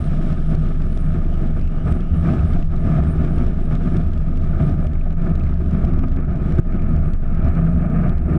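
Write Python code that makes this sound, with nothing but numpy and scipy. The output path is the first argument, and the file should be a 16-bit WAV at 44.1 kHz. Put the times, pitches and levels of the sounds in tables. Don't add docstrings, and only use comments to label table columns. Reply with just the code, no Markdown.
import sys
import numpy as np
from scipy import signal
from scipy.fft import rfft, irfft, next_fast_len
from scipy.io import wavfile
from scipy.ndimage import uniform_filter1d

SR = 44100
rng = np.random.default_rng(int(sys.argv[2]) if len(sys.argv) > 2 else 0)


def waveform_to_disk(signal):
    frames = np.transpose(np.atleast_2d(signal))
    scaled = np.clip(frames, -1, 1) * 32767
    samples = np.round(scaled).astype(np.int16)
    wavfile.write(sys.argv[1], SR, samples)


N = 369558

# t/s, f/Hz, level/dB
ENGINE_RUN = [(0, 19, -10), (.3, 19.3, -10), (.6, 19, -16), (1.3, 19.6, -5.5), (1.6, 19.3, -6.5),
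              (2.05, 20.5, -7.5), (2.95, 19.7, -5), (3.6, 19.8, -8.5), (4.35, 19.5, -7), (4.75, 18.4, -5.5),
              (5.25, 21.4, -10), (6.4, 19.6, -13), (7.15, 19.4, -21), (7.45, 20.7, -11.5), (7.7, 21, -2.5),
              (7.9, 22.5, -4.5), (8.1, 20.6, -5), (8.38, 19.5, -8)]
# level/dB, travel down the header pipe/s
FIRING_ORDER = [(-5, 0.00087), (-4.5, .0013), (-2, 0.0005), (-0.5, .0011), (-3, .0023), (-5, .0017),
                (-6.5, .0001), (0.5, .0022)]
# f/Hz, width/Hz, level/dB
BOW_MODES = [(23.26, 5.2, -0.5), (30.4, 18, -21.5)]
# t/s, level/dB
BOUNCE_LEVEL = [(0, -33), (.08, -17.5), (1.1, -17), (1.76, -17), (1.85, -24), (2.03, -18.5), (2.22, -22),
                (2.44, -29), (2.56, -13), (2.8, -18.5), (3.02, -23.5), (3.48, -16.5), (4.0, -19.5),
                (4.45, -16.5), (4.78, -21), (4.9, -16), (5.45, -18.5), (5.66, -21.5), (6.02, -15.5),
                (6.42, -23), (6.6, -17.5), (7.35, -16.5), (7.9, -22), (8.2, -17), (8.38, -36)]
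# f/Hz, width/Hz, level/dB
DECK_MODES = [(47.8, 11, -9.5), (71, 21, -1), (85.1, 10, -4)]
# t/s, level/dB
BOOM_LEVEL = [(0.0, -19), (0.04, -20.5), (0.28, -33.5), (0.33, -24), (1.66, -25), (1.73, -36), (1.91, -18),
              (2.1, -28), (2.12, -19), (2.36, -23), (2.43, -12.5), (2.59, -25.5), (3.01, -18.5),
              (3.78, -24.5), (4.08, -19), (4.11, -22.5), (4.88, -19.5), (5.27, -27), (5.32, -20),
              (6.7, -23.5), (7.03, -21), (7.21, -30), (7.49, -14.5), (7.54, -22), (8.33, -21),
              (8.38, -11.5)]
# t/s, f/Hz
BOOM_NOTE = [(0, 74.1), (.6, 70.76), (1.05, 74.56), (1.5, 70.86), (2.0, 73.93), (2.45, 71.44), (3.1, 73.86),
             (3.7, 73.3), (4.4, 70.94), (5.0, 73.24), (5.4, 73.83), (5.9, 67.96), (6.4, 72.18),
             (7.3, 73.32), (7.7, 70.74), (8.15, 67.97), (8.38, 72)]
# f/Hz, width/Hz, level/dB
EXHAUST_MODES = [(81.3, 6.4, -3), (159, 27, 0.5)]
# t/s, level/dB
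DRONE_LEVEL = [(0.0, -16), (0.04, -14), (0.25, -33.5), (0.3, -17), (0.4, -24), (0.56, -17), (0.79, -27),
               (1.19, -20), (1.21, -37), (1.56, -20.5), (1.68, -33.5), (2.19, -20), (2.24, -44),
               (2.33, -20), (2.71, -26), (2.96, -18.5), (3.71, -35.5), (3.73, -20), (3.97, -25.5),
               (4.2, -32), (4.3, -23), (4.55, -30), (4.67, -19.5), (5.04, -36.5), (5.11, -21.5),
               (5.33, -24), (5.41, -35), (5.5, -26.5), (5.97, -29), (6.21, -46), (6.23, -24), (6.58, -24),
               (6.67, -31), (7.05, -16.5), (7.16, -36), (7.56, -20.5), (8.1, -19.5), (8.17, -33.5),
               (8.33, -18), (8.38, -19)]
# crest t/s, length/s, rush lift/dB, drumming lift/dB
WAVE_CRESTS = [(0.053, 0.18, 2.5, 0), (0.322, 0.13, 5, 4.5), (0.527, 0.051, 7, 7), (1.144, 0.061, 4.5, 4),
               (1.579, 0.053, 5.5, 4.5), (1.889, 0.1, 7, 5.5), (2.332, 0.25, 8, 9.5),
               (2.42, 0.029, 2.5, -5.5), (2.549, 0.16, 4.5, 4.5), (2.947, 0.23, 8, 8),
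               (3.214, 0.089, 6, 3.5), (3.354, 0.35, 3, 4.5), (3.724, 0.053, 8.5, 9),
               (3.97, 0.17, 4.5, 6.5), (4.651, 0.21, 9, 9), (4.815, 0.077, 3.5, 6), (5.052, 0.071, 3.5, 1),
               (5.326, 0.14, 6, 6.5), (5.822, 0.31, 4.5, 6.5), (6.025, 0.12, 1.5, 2), (6.511, 0.44, 3.5, 5),
               (6.59, 0.019, 7.5, 9), (6.95, 0.43, 2, 2.5), (7.467, 0.08, 6, 2.5), (7.615, 0.43, 5.5, 4),
               (8.051, 0.32, 10, 8), (8.33, 0.29, 5, 5.5)]
# t/s, length/s, dip/dB
SKIP_LULLS = [(1.619, 0.18, 4), (2.675, 0.056, 7), (3.544, 0.12, 4.5), (4.196, 0.061, 0), (5.01, 0.12, 6.5),
              (5.156, 0.027, 10), (6.636, 0.021, 7.5), (7.18, 0.12, 4.5), (8.161, 0.15, 9)]
# f/Hz, width/Hz, level/dB
HULL_MODES = [(120, 39, -8), (155, 63, -5), (195.7, 93, -10), (248.5, 32, -12.5), (299, 21, -20),
              (351.6, 67, -17.5), (475, 57, -36)]
# f/Hz, width/Hz, level/dB
HOUSING_MODES = [(478, 160, -3.5), (639.7, 130, 3.5), (797, 110, -8), (1020, 280, -16.5), (1244, 178, -0.6),
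                 (1472, 450, -9.5), (1739, 130, -11), (2248, 630, -16.5)]
# f/Hz, width/Hz, level/dB
FRONT_MODES = [(647.7, 40, 0.5), (687, 45, -2)]
# t/s, level/dB
SPRAY_LEVEL = [(0, -15.5), (.5, -16), (1.2, -18.5), (1.8, -20), (2.4, -18), (3, -21), (3.6, -18.5),
               (4.2, -20), (4.7, -21), (5.2, -25), (5.8, -21), (6.2, -30.5), (6.5, -20.5), (6.8, -29.5),
               (7.3, -26), (7.6, -31), (8.38, -30)]
# f/Hz, level/dB
SPRAY_EQ = [(1800, -18), (2800, 8.5), (3700, 5.5), (4500, -3), (5300, 0), (6500, -8), (8000, -6),
            (9000, -8), (10000, -12.5), (11000, -12.5), (12500, -25), (15500, -47)]
# f/Hz, level/dB
TICK_EQ = [(800, -11.5), (2000, 8), (3300, 6.5), (4800, -0.5), (7000, -6.5), (9000, -11), (12000, -22),
           (15500, -36)]
# f/Hz, level/dB
KNOCK_EQ = [(1000, -17), (2300, 4), (3200, -8), (6000, -26.5), (15500, -65)]
# t/s, level/dB, knock offset/dB
JOLT_CUES = [(0.0406, -42, -2), (0.3266, -39, -9.5), (0.55, -34.5, -8), (0.6662, -43, -12),
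             (0.6872, -50, -10), (0.9283, -42.5, -10), (1.1403, -45, -13), (1.2628, -50, -10),
             (1.34, -42, -13), (0.8192, -38.5, -6), (0.9739, -37, -6), (1.4703, -43.5, -10),
             (1.5937, -40, 1), (1.6121, -40, -3), (1.6755, -44.5, 7), (1.923, -33.5, -6), (2.0055, -40, -1),
             (2.301, -40, -8), (2.534, -38, -10), (2.6256, -41, 6), (2.763, -44, -6), (3.037, -43, -1),
             (3.2474, -39, -1), (3.382, -37.5, -3), (3.466, -37.5, -3), (3.7522, -37, -5),
             (3.834, -47, -15), (3.9676, -35, -6.5), (4.1338, -40, -13), (4.1769, -42, -8),
             (4.3725, -39.5, -1), (4.4434, -45, -11), (4.6947, -43, -6), (4.8687, -37, -13),
             (4.9326, -42, -6), (5.106, -43.5, -3), (5.1267, -45, -3), (5.2212, -45, -4), (5.353, -39, -5),
             (5.3768, -46, 0), (5.396, -43, -4), (5.4361, -43, -1), (5.4948, -46.5, -7), (5.5403, -45, -11),
             (5.7102, -41, -7), (5.8494, -36, -4.5), (5.936, -44, -10), (5.9909, -37.5, -13),
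             (6.083, -43, -3), (6.1182, -42, 0), (6.1646, -42.5, 0), (6.3571, -45, -11), (6.522, -39, 1),
             (6.5837, -42, -9), (6.724, -44, 1), (6.7677, -47, -4), (6.82, -42.5, 3), (6.963, -40, -11),
             (7.1347, -38, 1), (7.3477, -43, -4), (7.4457, -47, -6), (7.485, -43, -2), (7.5512, -43, -1.5),
             (7.5705, -46, -7), (7.7242, -52, -6), (8.093, -38, -7.5), (8.1811, -44, 2)]
# middle t/s, length/s, f/Hz, glide/(Hz/s), level/dB
WHISTLE_CUES = [(.04, 0.1, 8870, -4000, -65), (0.497, .13, 9200, 996, -65.5),
                (0.998, 0.31, 9000, -1200, -66.5), (1.4, 0.11, 8900, 7008, -75),
                (1.58, 0.079, 9100, -9000, -69), (1.92, 0.21, 8580, 10006, -65),
                (2.19, 0.12, 8906, -14000, -63), (2.488, 0.079, 8800, 12003, -65),
                (2.81, 0.068, 9140, -17000, -65), (3.11, 0.11, 8966, 11000, -63),
                (3.359, .13, 8950, -9000, -68), (3.643, 0.076, 8880, 12997, -65.5),
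                (3.94, 0.087, 9200, -14000, -67), (4.65, 0.091, 8980, -7000, -66),
                (4.85, 0.056, 8960, 11998, -65), (6.902, 0.059, 8950, 2000, -73),
                (7.109, 0.1, 8970, 6997, -67)]
# f/Hz, width/Hz, level/dB
TOP_MODES = [(8770, 1400, -1.5), (11000, 1300, -15.5)]
# onset t/s, length/s, burst level/dB, front panel level/dB
SMACK_CUES = [(0.234, 0.017, -38, -30), (0.484, .025, -44, -33), (1.214, .005, -29, -41),
              (1.316, .018, -46, -30.5), (1.871, 0.0089, -34, -31), (2.283, 0.0062, -21, -33),
              (2.41, .016, -33, -34), (2.559, .013, -37, -26.5), (2.727, 0.013, -32, -46),
              (2.972, .024, -30, -23), (3.180, .006, -33, -33), (3.739, 0.014, -43, -37),
              (3.933, .026, -32.5, -29), (4.593, .02, -27, -37), (4.838, 0.021, -37, -28),
              (5.057, 0.01602, -44.5, -28.5), (5.174, 0.005, -45, -46), (5.262, 0.0068, -26.5, -36),
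              (5.654, 0.0059, -39, -42), (5.834, .016, -31.5, -30), (5.990, .005, -27.5, -35),
              (6.031, 0.011, -28, -37), (6.333, .02, -43, -30.5), (6.577, .02, -36, -27),
              (7.223, 0.0052, -41, -40), (7.445, 0.028, -34, -43), (7.563, .028, -27.5, -37.5),
              (7.833, .024, -32.5, -28), (8.012, .055, -29.5, -30.5)]
# middle t/s, length/s, f/Hz, level/dB
NOTE_CUES = [(.31, 0.1, 148, -20), (0.53, 0.23, 159.6, -20), (6.918, .04, 240, -19.5),
             (7.036, 0.042, 213.6, -22), (2.96, .25, 255.3, -28.5), (4.336, 0.11, 162.6, -23.5),
             (4.658, 0.29, 244.6, -30.5), (4.682, 0.13, 143.8, -19), (5.78, 0.23, 212.8, -25),
             (6.05, 0.29, 256, -25), (6.43, .22, 151, -21.5), (7.64, .22, 166.6, -16.5),
             (7.847, .25, 216.1, -26.5), (7.85, .45, 239.9, -27.5), (7.983, 0.27, 170.3, -19)]
# middle t/s, length/s, f/Hz, glide/(Hz/s), level/dB
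SQUEAL_CUES = [(1.336, 0.047, 2990, -2000, -55), (1.646, 0.09, 2680, -400, -57),
               (1.794, 0.16, 2960, 704, -60), (2.099, 0.23, 2850, 1006, -61)]
# t/s, f/Hz, level/dB
DROP_CUES = [(2.393, 2648, -40), (4.954, 2210, -40), (5.011, 2450, -40), (5.409, 2570, -41),
             (5.467, 2150, -38), (6.794, 2289, -37.5)]
# t/s, level/dB
SIZZLE_LEVEL = [(0, -103), (7.38, -96), (7.48, -70), (8.1, -71), (8.2, -73.5), (8.38, -65)]


def from_db(db):
    return 10 ** (np.asarray(db) / 20)


def rms_one(x):
    return x / np.sqrt(np.mean(x ** 2) + 1e-20)


def noise():
    return rng.standard_normal(N)


def automation(rows):
    s, *columns = np.transpose(rows)
    return [np.interp(np.arange(N) / SR, s, c) for c in columns]


def evened(x, span_s):
    size = max(int(span_s * SR), 8)
    return x / np.sqrt(uniform_filter1d(uniform_filter1d(x ** 2, size), size) + 1e-12)


def drift(rate_hz):
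    hop, run_in = 40, 2000
    pole = np.exp(-2 * np.pi * hop * rate_hz / SR)
    steps = rng.standard_normal(N // hop + run_in + 2)
    slow = signal.lfilter([1], [1, -2 * pole, pole * pole], steps)[run_in:]
    return np.interp(np.arange(N) / hop, np.arange(len(slow)), rms_one(slow))


def turbulence(lump_db, rate_hz):
    return rms_one(noise() * from_db(lump_db * drift(rate_hz)))


def resonate(x, modes):
    size = next_fast_len(N + SR // 2)
    f = np.maximum(np.arange(size // 2 + 1) * SR / size, 1)
    power = 0
    for hz, width_hz, db in modes:
        detune = (f * f - hz * hz) / (f * width_hz)
        power = power + (from_db(db) / (1 + detune * detune)) ** 2
    return irfft(rfft(x, size) * np.sqrt(power), size)[:N]


def colour(x, eq):
    hz, db = np.transpose(eq)
    size = next_fast_len(N)
    f = np.maximum(np.arange(size // 2 + 1) * SR / size, 1)
    gain = from_db(np.interp(np.log(f), np.log(hz), db)) * np.minimum(f / hz[0], 1) ** 2
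    return irfft(rfft(x, size) * gain, size)[:N]


def shell(x, edge_hz=3300):
    return signal.sosfilt(signal.butter(4, edge_hz, fs=SR, output="sos"), x)


def swell(s, length_s):
    return np.exp(-(2 * (np.arange(N) / SR - s) / length_s) ** 2)


def hit(s, length_s, attack_share=0.44, release_s=0.0053):
    t = np.arange(N) / SR - s
    attack = np.clip(t / (attack_share * length_s), 0, 1)
    return attack * np.exp(-np.clip((t - length_s) / release_s, 0, 20))


def glides(rows, width_hz):
    sweeps = 0
    for s, length_s, hz, glide_hz_per_s, db in rows:
        t = np.arange(N) / SR - s
        cycles = (hz + glide_hz_per_s * t / 2) * t
        sweeps = sweeps + from_db(db) * swell(s, length_s) * np.exp(2j * np.pi * cycles)
    return drift(width_hz) * sweeps.real + drift(width_hz) * sweeps.imag


def firings(cycle_hz, wander=.016, rough_db=2.5):
    strength_db, travel_s = np.transpose(FIRING_ORDER)
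    firing_hz = len(FIRING_ORDER) * cycle_hz * (1 + wander * drift(5))
    count = np.floor(np.cumsum(firing_hz) / SR).astype(int)
    at = np.flatnonzero(np.diff(count))
    cylinder = count[at] % len(FIRING_ORDER)
    arrival = np.clip(at + (travel_s[cylinder] * SR).astype(int), 0, N - 1)
    pulses = np.zeros(N)
    pulses[arrival] = from_db(strength_db[cylinder] + rough_db * rng.standard_normal(len(at)))
    return pulses


def deck(boom_trim_db=-0.5, wander_db=2.03, waver=.025):
    bounce_db, = automation(BOUNCE_LEVEL)
    boom_db, = automation(BOOM_LEVEL)
    boom_hz, = automation(BOOM_NOTE)
    boom_db = boom_db + boom_trim_db + wander_db * drift(9.8)
    bounce = evened(resonate(noise(), BOW_MODES), span_s=0.076)
    tone = rms_one(np.sin(2 * np.pi * np.cumsum(boom_hz * (1 + waver * drift(6))) / SR))
    boom = evened(rms_one(resonate(noise(), DECK_MODES)) + tone, span_s=0.08)
    return from_db(bounce_db) * bounce + from_db(boom_db) * boom


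def exhaust_drone(pulses, trim_db=-6.0, rumble_db=-3.5, throb_db=1.9):
    drone_db, = automation(DRONE_LEVEL)
    firing = rms_one(resonate(pulses, EXHAUST_MODES))
    rumble = rms_one(resonate(turbulence(lump_db=0.0, rate_hz=43), EXHAUST_MODES))
    drone = evened(firing + from_db(rumble_db) * rumble, span_s=0.12)
    return from_db(drone_db + trim_db + throb_db * drift(22)) * drone


def water_load(rest_rush_db=-42.5, rest_drum_db=-27, ripple_db=1.5, ripple_hz=7.1):
    lulls_db = sum(db * swell(s, length_s) for s, length_s, db in SKIP_LULLS)
    shared_db = ripple_db * drift(ripple_hz) - lulls_db
    rush_db, drum_db = rest_rush_db + shared_db, rest_drum_db + shared_db
    for s, length_s, rush_lift_db, drum_lift_db in WAVE_CRESTS:
        wave = swell(s, length_s)
        rush_db += rush_lift_db * wave
        drum_db += drum_lift_db * wave
    return rush_db, drum_db


def hull_drumming(chop, pulses, engine_gain, drum_db):
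    water = rms_one(resonate(chop * turbulence(lump_db=1.5, rate_hz=64), HULL_MODES))
    engine = engine_gain * rms_one(resonate(pulses, HULL_MODES))
    return from_db(drum_db) * evened(water + engine, span_s=0.086)


def housing_rush(chop, pulses, engine_gain, rush_db, surge_db=-36.5, ring_db=-4.0):
    water = rms_one(resonate(chop * turbulence(lump_db=1.24, rate_hz=59), HOUSING_MODES))
    burble = from_db(-4.0) * rms_one(resonate(pulses, HOUSING_MODES))
    growl = from_db(-11.5) * rms_one(resonate(pulses, FRONT_MODES))
    surge = from_db(np.minimum(rush_db - surge_db, 2) + ring_db)
    ring = surge * rms_one(resonate(chop * noise(), FRONT_MODES))
    rush = water + ring + engine_gain * (burble + growl)
    return from_db(rush_db) * evened(shell(rush), span_s=0.041)


def spray(rush_db, trim_db=-3.0, floor_db=-47.0):
    spray_db, = automation(SPRAY_LEVEL)
    hiss = from_db(spray_db) * rms_one(colour(turbulence(lump_db=1.0, rate_hz=31), SPRAY_EQ))
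    return np.hypot(from_db(rush_db + trim_db), from_db(floor_db)) * hiss


def mount_ticks(swing, play=0.18, max_slip=0.078, full_slip=.03, tick_db=-21.0, catch_s=.0025):
    at = signal.find_peaks(np.abs(swing), height=play, distance=SR // 200)[0]
    scatter_db = 4.0 * np.clip(noise()[at], -2, 1)
    slips = np.minimum(np.abs(swing[at]) - play, max_slip) * from_db(tick_db + scatter_db)
    clicks = np.zeros(N)
    clicks[at] = slips
    span_s = catch_s * np.clip(slips / full_slip, .2, 1)
    for k, lag_s in enumerate(span_s * rng.uniform(0.086, 1, (3, N))[:, at]):
        clicks[np.minimum(at + (lag_s * SR).astype(int), N - 1)] -= slips * (-1) ** k
    return colour(clicks, TICK_EQ)


def jolts(rasp_s=0.0034, rasp_db=-8.0, knock_db=-9.0, thud_db=29.5, thud_s=.0015):
    lead = SR // 50
    t = np.arange(-lead, lead) / SR
    slip = np.exp(-(2 * t / rasp_s - 1) ** 4)
    bump = np.exp(-np.hypot(t - rasp_s / 4, thud_s / 4) / thud_s)
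    bump = bump - 2 * bump.mean() * np.hanning(len(t))
    rasp, knock, thud = np.zeros((3, N))
    for s, db, dull_db in JOLT_CUES:
        here = slice(int(s * SR) - lead, int(s * SR) + lead)
        rasp[here] += from_db(db + rasp_db) * slip
        knock[here] += from_db(db + dull_db + knock_db) * slip
        thud[here] -= from_db(db + thud_db) * bump
    bright = evened(colour(noise(), TICK_EQ), span_s=.002)
    dull = evened(colour(noise(), KNOCK_EQ), span_s=.003)
    return rasp * bright + knock * dull + thud


def whistles(trim_db=1.5, flutter_db=3.0):
    tones = from_db(trim_db + flutter_db * drift(40)) * glides(WHISTLE_CUES, width_hz=210)
    return resonate(tones, TOP_MODES)


def smacks(trim_db=-7.0):
    burst = evened(resonate(turbulence(lump_db=4.0, rate_hz=100), HOUSING_MODES), span_s=0.0069)
    ring = evened(resonate(noise(), FRONT_MODES), span_s=0.005)
    hits = sum(hit(s, length_s) * (from_db(burst_db) * burst + from_db(ring_db) * ring)
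               for s, length_s, burst_db, ring_db in SMACK_CUES)
    return from_db(trim_db) * shell(hits)


def hull_notes(trim_db=-2.0, waver=.012):
    wavering_s = np.cumsum(1 + waver * drift(8)) / SR
    notes = sum(from_db(db) * swell(s, length_s) * np.sin(2 * np.pi * (hz * wavering_s + rng.random()))
                for s, length_s, hz, db in NOTE_CUES)
    return from_db(trim_db) * notes


def squeals(overtone_db=-17.0):
    octaves = [(s, length_s, 2 * hz, 2 * glide, db + overtone_db)
               for s, length_s, hz, glide, db in SQUEAL_CUES]
    return glides(SQUEAL_CUES + octaves, width_hz=180)


def drops(rise_s=0.00094):
    blips = np.zeros(N)
    t = np.arange(SR // 5) / SR
    envelope = t / rise_s * np.exp(1 - t / rise_s)
    for s, hz, db in DROP_CUES:
        start = int(s * SR)
        blips[start:start + len(t)] += from_db(db) * envelope * np.sin(2 * np.pi * hz * t)
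    return blips


def wave_slap(at_s=6.598, height=1.25, length_s=.0065, squeak_hz=6900, squeak_s=0.00087):
    t = np.arange(N) / SR - at_s
    jolt = -height * np.cos(np.pi * np.clip(t / length_s, -.5, .5)) ** 2
    squeak = np.exp(-((t - squeak_s) / squeak_s) ** 2) * np.sin(2 * np.pi * squeak_hz * t)
    crack = swell(at_s, length_s=0.0044) * rms_one(colour(noise(), TICK_EQ))
    return jolt + from_db(-37.5) * squeak + from_db(-48.0) * crack


def sizzle(trim_db=-4.5):
    sizzle_db, = automation(SIZZLE_LEVEL)
    return from_db(sizzle_db + trim_db) * rms_one(resonate(noise(), TOP_MODES))


def scene():
    cycle_hz, engine_db = automation(ENGINE_RUN)
    pulses, engine_gain = firings(cycle_hz), from_db(engine_db)
    rush_db, drum_db = water_load()
    swing = deck() + exhaust_drone(pulses)
    chop = from_db(1.3 * drift(22))
    swing += hull_drumming(chop, pulses, engine_gain, drum_db)
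    swing += housing_rush(chop, pulses, engine_gain, rush_db)
    swing += spray(rush_db) + smacks() + hull_notes()
    details = mount_ticks(swing) + jolts() + whistles() + squeals() + drops() + wave_slap() + sizzle()
    return (swing + details)[None]


def record(dry, limit_db=-7.5, release_db_per_s=131.0, attack_s=0.002, cutoff_hz=15700):
    t = np.arange(N) / SR
    over_db = np.maximum(20 * np.log10(np.abs(dry[0]) + 1e-9) - limit_db, 0)
    held_db = np.maximum.accumulate(over_db + release_db_per_s * t) - release_db_per_s * t
    pole = np.exp(-2 / (attack_s * SR))
    duck_db = signal.lfilter([(1 - pole) ** 2], [1, -2 * pole, pole * pole], held_db)
    ducked = dry * from_db(-duck_db)
    rounded = ducked / (1 + ducked ** 8) ** (1 / 8)
    fades = np.minimum(np.minimum(t, t[::-1]) / .004, 1)
    top_cut = signal.cheby2(12, 70, cutoff_hz, fs=SR, output="sos")
    return signal.sosfilt(top_cut, rounded * fades)


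dry = scene()
out = record(dry)
waveform_to_disk(out)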